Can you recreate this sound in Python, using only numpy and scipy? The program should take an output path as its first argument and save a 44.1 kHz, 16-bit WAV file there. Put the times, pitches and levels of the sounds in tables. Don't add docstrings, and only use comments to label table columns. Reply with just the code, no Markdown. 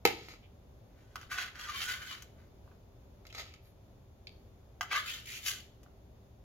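import sys
import numpy as np
from scipy import signal
from scipy.fft import rfft, irfft
from scipy.io import wavfile

SR = 44100
rng = np.random.default_rng(int(sys.argv[2]) if len(sys.argv) > 2 else 0)


def pcm_store(signal):
    levels = np.round(np.clip(np.atleast_2d(signal), -1, 1) * 32767)
    wavfile.write(sys.argv[1], SR, levels.astype(np.int16).T)


N = 283991
TIME = np.arange(N) / SR


def amp(db):
    return 10 ** (np.asarray(db) / 20)


def unit(x):
    return x / np.sqrt(np.mean(x ** 2))


def along(points, hz):
    point_hz, value = np.transpose(points)
    return np.interp(np.log(np.maximum(hz, 1)), np.log(point_hz), value)


def convolve(x, response):
    return signal.oaconvolve(x, response)[:len(x)]


def band(x, lo_hz, hi_hz, order=3):
    sos = signal.butter(order, [lo_hz, min(hi_hz, SR / 2 - 1)], "band", fs=SR, output="sos")
    return signal.sosfilt(sos, x)


def ring(colour, modes=(), tilt_db_per_octave=0, size=8192):
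    hz = np.fft.rfftfreq(size, 1 / SR)
    db = along(colour, hz) + tilt_db_per_octave * np.log2(np.clip(hz, 500, 8000) / 2000)
    for centre_hz, width_hz, peak_db in modes:
        db = db + peak_db / (1 + (2 * (hz - centre_hz) / width_hz) ** 2)
    cepstrum = irfft(np.log(amp(db)))
    cepstrum[1:size // 2] *= 2
    cepstrum[size // 2:] = 0
    return irfft(np.exp(rfft(cepstrum)))[:size // 2]


def walk(rate_hz):
    draws = rng.standard_normal(N // 10)
    return np.interp(TIME * rate_hz, np.arange(N // 10), draws)


def grains(rate_hz, spread_db):
    present = rng.random(N) < rate_hz / SR
    sign = rng.choice([-1, 1], N)
    return present * sign * amp(spread_db * np.clip(rng.standard_normal(N), -2, 2))


def envelope(s, hold_s, rise_db_per_s, fall_db_per_s):
    before_s = np.maximum(s - TIME, 0)
    after_s = np.maximum(TIME - s - hold_s, 0)
    return amp(-rise_db_per_s * before_s - fall_db_per_s * after_s)


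def swells(table, rise_db_per_s, fall_db_per_s):
    gains = [amp(db) * envelope(s, hold_s, rise_db_per_s, fall_db_per_s) for s, hold_s, db in table]
    return np.max(gains, axis=0)


def blows(table, colour, modes, crunch, crunch_s):
    out, t = np.zeros(N), TIME[:SR // 10]
    for s, db, tilt_db_per_octave in table:
        push = rng.standard_normal(len(t)) * np.exp(-t / crunch_s)
        push *= crunch / np.linalg.norm(push)
        push[0] = 1
        hit = convolve(push, ring(colour, modes, tilt_db_per_octave))
        start = int(s * SR)
        out[start:start + len(t)] += amp(db) * hit / np.linalg.norm(hit)
    return out


# (full pressure at [s], hold [s], build-up [dB/s], board's rasp [dB],
# edge rasp re board's [dB], hiss re board's [dB])
KNIFE_PUSHES = [(1.006, 0.19, 150, -75, -3, -9.5), (1.194, 0.036, 700, -68, 3.5, -4),
                (1.317, 0.013, 1400, -40.5, -5.5, -11.5), (1.381, 0.038, 400, -42.5, -2, -13),
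                (1.555, .03, 1300, -51.5, -5, -17.5), (1.6, .05, 500, -45, -4, -13.5),
                (1.69, .05, 400, -49.5, -1.5, -10), (1.756, 0.094, 700, -47.5, 2.5, -3),
                (1.888, 0.036, 400, -46, 1, -4.5), (2.01, 0.076, 400, -52, -2.5, -8),
                (2.094, .028, 400, -50, 1, -7), (2.39, 0.046, 400, -74, -7, -15.5),
                (4.92, .013, 900, -39, -1.5, -17), (4.959, 0.017, 500, -38, -2, -12),
                (5.08, 0.028, 300, -50.5, 4.5, 0.5), (5.135, 0.022, 400, -54.5, 5, -1),
                (5.273, .05, 400, -66.5, 12.5, 12), (5.342, .022, 400, -62, 10.5, 8),
                (5.466, 0.017, 430, -48, 8, 8), (5.497, 0.02, 400, -52, 8, 4.5)]
PUSH_EASE_DB_PER_S = 235.5


def push_gains():
    gains = np.zeros((3, N))
    for s, hold_s, rise_db_per_s, db, edge_db, hiss_db in KNIFE_PUSHES:
        push = envelope(s, hold_s, rise_db_per_s, PUSH_EASE_DB_PER_S)
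        gains = np.maximum(gains, np.outer(amp([db, db + edge_db, db + hiss_db]), push))
    return gains


# (frequency [Hz], level [dB])
BOARD_COLOUR = [(100, -32), (500, -19.5), (850, -24), (1100, -9), (2000, -3), (3200, -7.5), (5000, -5.5),
                (7000, -6.5), (10000, -13), (15000, -11.5)]
# (frequency [Hz], width [Hz], level [dB])
BOARD_RESONANCES = [(759, 144, 10), (1200, 480, 3.8), (1550, 480, 5.9), (2042, 120, 6.6), (2250, 40, 1.04),
                    (2590, 110, 2.7), (3060, 330, 10.3), (3417, 130, 6.8)]


def scraping(return_s=.0022, drift=0.127, return_share=0.36):
    jerks = grains(rate_hz=2600, spread_db=4.5) * amp(1.6 * walk(rate_hz=140))
    delay_s = return_s * (1 + drift * walk(rate_hz=7))
    returned = np.interp(TIME - delay_s, TIME, jerks)
    rasp = convolve(jerks + return_share * returned, ring(BOARD_COLOUR, BOARD_RESONANCES))
    board = unit(band(rasp, 167, 1744))
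    edge = unit(band(rasp, 2220, 4340))
    hiss = unit(band(rasp, 6300, 21600))
    return np.sum(push_gains() * [board, edge, hiss], axis=0)


# (time [s], length [s], first pitch [Hz], last pitch [Hz], level [dB])
EDGE_CHATTER = [(1.669, 0.045, 1200, 1200, -44.5), (1.739, 0.036, 1040, 1174, -43),
                (1.835, 0.16, 1449, 1517, -43), (1.997, .07, 1450, 1575, -44),
                (2.072, 0.078, 1109, 1184, -49), (2.091, 0.035, 2947, 3060, -48),
                (4.912, 0.012, 2300, 2260, -28), (4.916, 0.023, 1560, 1570, -33.5),
                (4.947, 0.067, 1147, 1253, -34.5), (5.011, 0.062, 1304, 1452, -43.5)]


def chatter(waver=0.016, rough_db=3.5):
    out = np.zeros(N)
    pitch_ratio = 1 + waver * walk(rate_hz=230)
    grip = amp(rough_db * walk(rate_hz=220))
    for s, length_s, first_hz, last_hz, db in EDGE_CHATTER:
        progress = np.clip((TIME - s) / length_s, 0, 1)
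        hz = (first_hz + (last_hz - first_hz) * progress) * pitch_ratio
        squeak = np.sin(2 * np.pi * np.cumsum(hz) / SR)
        out += amp(db) * np.sin(np.pi * progress) * squeak
    return out * grip


# (time [s], level [dB], brightness [dB/octave])
BLADE_TAPS = [(1.1575, -13.5, 2.5), (1.2135, -30, 4.5), (1.231, -28, 1.5), (2.2225, -26.5, 8.5),
              (2.677, -37.5, -6.5), (2.715, -39.5, -2), (4.8099, -6, 1.5), (4.829, -18, 5.5),
              (4.914, -14, 1.5), (4.9305, -9, 1.5), (5.832, -39, 8.5), (5.862, -35.5, -6)]
# (frequency [Hz], level [dB])
KNOCK_COLOUR = [(100, -10), (500, -16), (800, -1.5), (1200, 8), (1700, -2), (2100, -0.5), (3200, -13),
                (5000, -14.5), (10000, -28), (15000, -23)]


def knife_taps():
    return blows(BLADE_TAPS, KNOCK_COLOUR, BOARD_RESONANCES, crunch=1.25, crunch_s=.0055)


# (time [s], level [dB], brightness [dB/octave])
LIFT_CLICKS = [(4.2708, -23, -2.5)]
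# (frequency [Hz], level [dB])
CLICK_COLOUR = [(300, -20), (1600, -10.5), (2200, 7.5), (4400, 7), (6000, -8), (10000, -18), (15000, -23)]
# (frequency [Hz], width [Hz], level [dB])
CLICK_RESONANCES = [(2260, 160, 8.1), (3690, 110, 4.3)]


def knife_click():
    return blows(LIFT_CLICKS, CLICK_COLOUR, CLICK_RESONANCES, crunch=1.0, crunch_s=0.00096)


# (time [s], level [dB], brightness [dB/octave])
PIECE_HITS = [(3.253, -32, -3), (3.268, -30.5, 3.5), (3.3025, -40, 5), (3.327, -28.5, 0.5),
              (3.3485, -23, -0.5), (3.353, -28, 2), (3.383, -22.5, -1), (3.397, -18, -2),
              (3.539, -30.5, 0.5)]
# (full flow at [s], hold [s], level [dB])
ONION_POURS = [(3.352, .02, -53), (3.388, 0.0068, -44), (3.45, 0.043, -61), (3.65, 0.026, -73.5)]
POUR_RISE_DB_PER_S, POUR_FALL_DB_PER_S = 650, 320
# (frequency [Hz], level [dB])
SOFT_COLOUR = [(100, -20), (400, -4.5), (750, -4.5), (1400, -7.5), (1900, 0.5), (2800, -0.5), (4000, -2.5),
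               (7000, -12), (9500, -24), (12000, -20), (15000, -24.5)]
# (frequency [Hz], width [Hz], level [dB])
BOWL_RESONANCES = [(104.7, 15, 12), (318, 58, 1.7), (475.5, 30, 11), (680, 60, 5.1), (795, 60, 5.6),
                   (905, 32, 4), (1297, 180, 13), (2150, 390, 5), (2700, 100, 4), (4800, 360, 5)]


def onions():
    drops = grains(rate_hz=1600, spread_db=4.5)
    shower = unit(convolve(drops, ring(SOFT_COLOUR, BOWL_RESONANCES)))
    flow = swells(ONION_POURS, POUR_RISE_DB_PER_S, POUR_FALL_DB_PER_S)
    larger = blows(PIECE_HITS, SOFT_COLOUR, BOWL_RESONANCES, crunch=0.96, crunch_s=0.0039)
    return shower * flow + larger


# (time [s], level [dB], brightness [dB/octave])
LANDING_KNOCKS = [(.0527, 6.5, 1.7), (.0537, 1, -5), (.0549, 4, -4), (.2856, -24, 0), (.338, -26, -1.5)]
# (full level at [s], hold [s], level [dB])
FOOT_SKIDS = [(.055, 0.0024, -35.5), (.17, 0.097, -59.5), (.285, 0.031, -55.5)]
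SKID_RISE_DB_PER_S, SKID_FALL_DB_PER_S = 5001, 279.5
# (frequency [Hz], level [dB])
BOWL_COLOUR = [(40, -21), (130, -7.5), (300, 9), (520, 4), (850, 1), (1500, -8), (2200, 0.5), (3000, -5),
               (4000, -7.5), (5600, -16.5), (7000, -16), (9500, -23), (12500, -19.5), (15500, -23.5)]


def bowl():
    knocks = blows(LANDING_KNOCKS, BOWL_COLOUR, BOWL_RESONANCES, crunch=.45, crunch_s=.002)
    slips = grains(rate_hz=1800, spread_db=1.0)
    slide = unit(convolve(slips, ring(SOFT_COLOUR, BOWL_RESONANCES, tilt_db_per_octave=0.46)))
    return knocks + slide * swells(FOOT_SKIDS, SKID_RISE_DB_PER_S, SKID_FALL_DB_PER_S)


# (time [s], length [s], band [Hz], level [dB])
RUSTLES = [(0.42, .05, 2900, -66), (3.294, 0.02, 2900, -57), (3.43, 0.19, 2700, -70),
           (3.61, 0.12, 12200, -79), (5.065, 0.055, 3060, -42), (5.252, 0.078, 2430, -50.5),
           (5.308, 0.095, 2700, -48.5)]


def brushes():
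    out = np.zeros(N)
    slips = grains(rate_hz=2600, spread_db=2.0)
    for s, length_s, hz, db in RUSTLES:
        swell = np.sin(np.pi * np.clip((TIME - s) / length_s, 0, 1))
        out += amp(db) * swell * unit(band(slips, hz / 1.27, hz * 1.1, order=2))
    return out


# (frequency [Hz], decay by 60 dB [s])
KITCHEN_T60 = [(150, 0.62), (600, 0.34), (2000, 0.34), (5000, 0.46), (9000, 0.3), (15000, .25)]


def kitchen(x, lag_s, scatter_db, echo_db, tail_db, shared_hz=900):
    t = TIME[:SR * 2 // 3]
    hz = np.fft.rfftfreq(len(t), 1 / SR)
    octaves_hz = 62.5 * 2 ** np.arange(9)
    common, apart = rfft(rng.standard_normal((2, len(t))))
    likeness = 1 / (1 + (hz / shared_hz) ** 2)
    out = []
    for side in (1, -1):
        noise = common * np.sqrt(1 + likeness) + side * apart * np.sqrt(1 - likeness)
        tail = np.zeros(len(t))
        for octave_hz in octaves_hz:
            weight = along(list(zip(octaves_hz, octaves_hz == octave_hz)), hz)
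            decay = amp(-60 * t / along(KITCHEN_T60, octave_hz))
            tail += irfft(noise * weight, len(t)) * decay
        tail = tail / np.linalg.norm(tail) * (1 - np.exp(-t / 0.0048))
        scatter = band(rng.standard_normal(len(t)), 3000, 17000, order=1) * np.exp(-t / 0.0043)
        response = amp(tail_db) * tail + amp(scatter_db) * scatter / np.linalg.norm(scatter)
        response[0] += 1
        response[int((.0098 + side * .0002) * SR)] += amp(echo_db)
        response[int((.0222 + side * .0001) * SR)] += amp(echo_db)
        out.append(np.roll(convolve(x, response), round(side * lag_s * SR / 2)))
    return np.array(out)


# (frequency [Hz], level [dB])
RUMBLE_COLOUR = [(12, -64.5), (20, -18), (38, -6), (66, -2), (122, -4.5), (148, -14.5), (185, -12.5),
                 (352, -19), (393, -16.5), (439, -21), (581, -19), (1720, -40.5), (6540, -49.5),
                 (7950, -57), (15500, -48.5)]
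# (frequency [Hz], side re mid [dB])
RUMBLE_WIDTH = [(60, -20), (250, -9.5), (600, -3.5), (1500, -0.5), (4000, 0.5)]
# (frequency [Hz], level [dB])
APPLIANCE_TONES = [(58, -69.5), (393, -74), (3548, -92.5)]
RUMBLE_DB = -55


def background():
    colour = ring(RUMBLE_COLOUR)
    mid = unit(convolve(rng.standard_normal(N), colour))
    side = unit(convolve(rng.standard_normal(N), colour))
    side = convolve(side, ring(RUMBLE_WIDTH))
    hum = np.zeros(N)
    for hz, db in APPLIANCE_TONES:
        phase = 2 * np.pi * np.cumsum(hz + 2.5 * walk(rate_hz=12)) / SR
        hum += amp(db) * np.sqrt(2) * np.sin(phase)
    level = amp(RUMBLE_DB + .7 * walk(rate_hz=5.6))
    return level * np.array([mid + side, mid - side]) + hum


def scene():
    rasp = scraping() + chatter()
    shift_rad = 0.94 * walk(rate_hz=14) + np.pi / 4
    tip = rasp * np.cos(shift_rad) + knife_taps()
    heel = rasp * np.sin(shift_rad)
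    on_board = sum(kitchen(x, lag_s=-.00005, scatter_db=1, echo_db=-11, tail_db=-5.0) for x in (tip, heel))
    bowl_side = onions() + bowl() + knife_click() + brushes()
    at_bowl = kitchen(bowl_side, lag_s=.00014, scatter_db=-0.5, echo_db=-10, tail_db=-6.5)
    return on_board + at_bowl + background()


# (frequency [Hz], level [dB])
LEFT_COLOUR = [(1000, -1.5), (3000, 1.5), (5500, 3.5), (11000, 0), (13000, -5), (15500, -9)]
RIGHT_COLOUR = [(1000, -2), (3000, 1.5), (6000, -1), (7500, 6.5), (9700, -8.5), (13000, 4.5), (15500, -3)]
# (frequency [Hz], width [Hz], level [dB])
LEFT_RESONANCES = [(6630, 450, 10.5), (7980, 1230, -23.5), (11400, 3400, 7.5)]
RIGHT_RESONANCES = [(8310, 700, -15)]
TOP_HZ = 15850


def record(dry):
    left = convolve(dry[0], ring(LEFT_COLOUR, LEFT_RESONANCES))
    right = convolve(dry[1], ring(RIGHT_COLOUR, RIGHT_RESONANCES))
    clipped = np.clip([left, right], -1, 1)
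    return signal.sosfilt(signal.ellip(10, .2, 70, TOP_HZ, fs=SR, output="sos"), clipped)


dry = scene()
out = record(dry)
pcm_store(out)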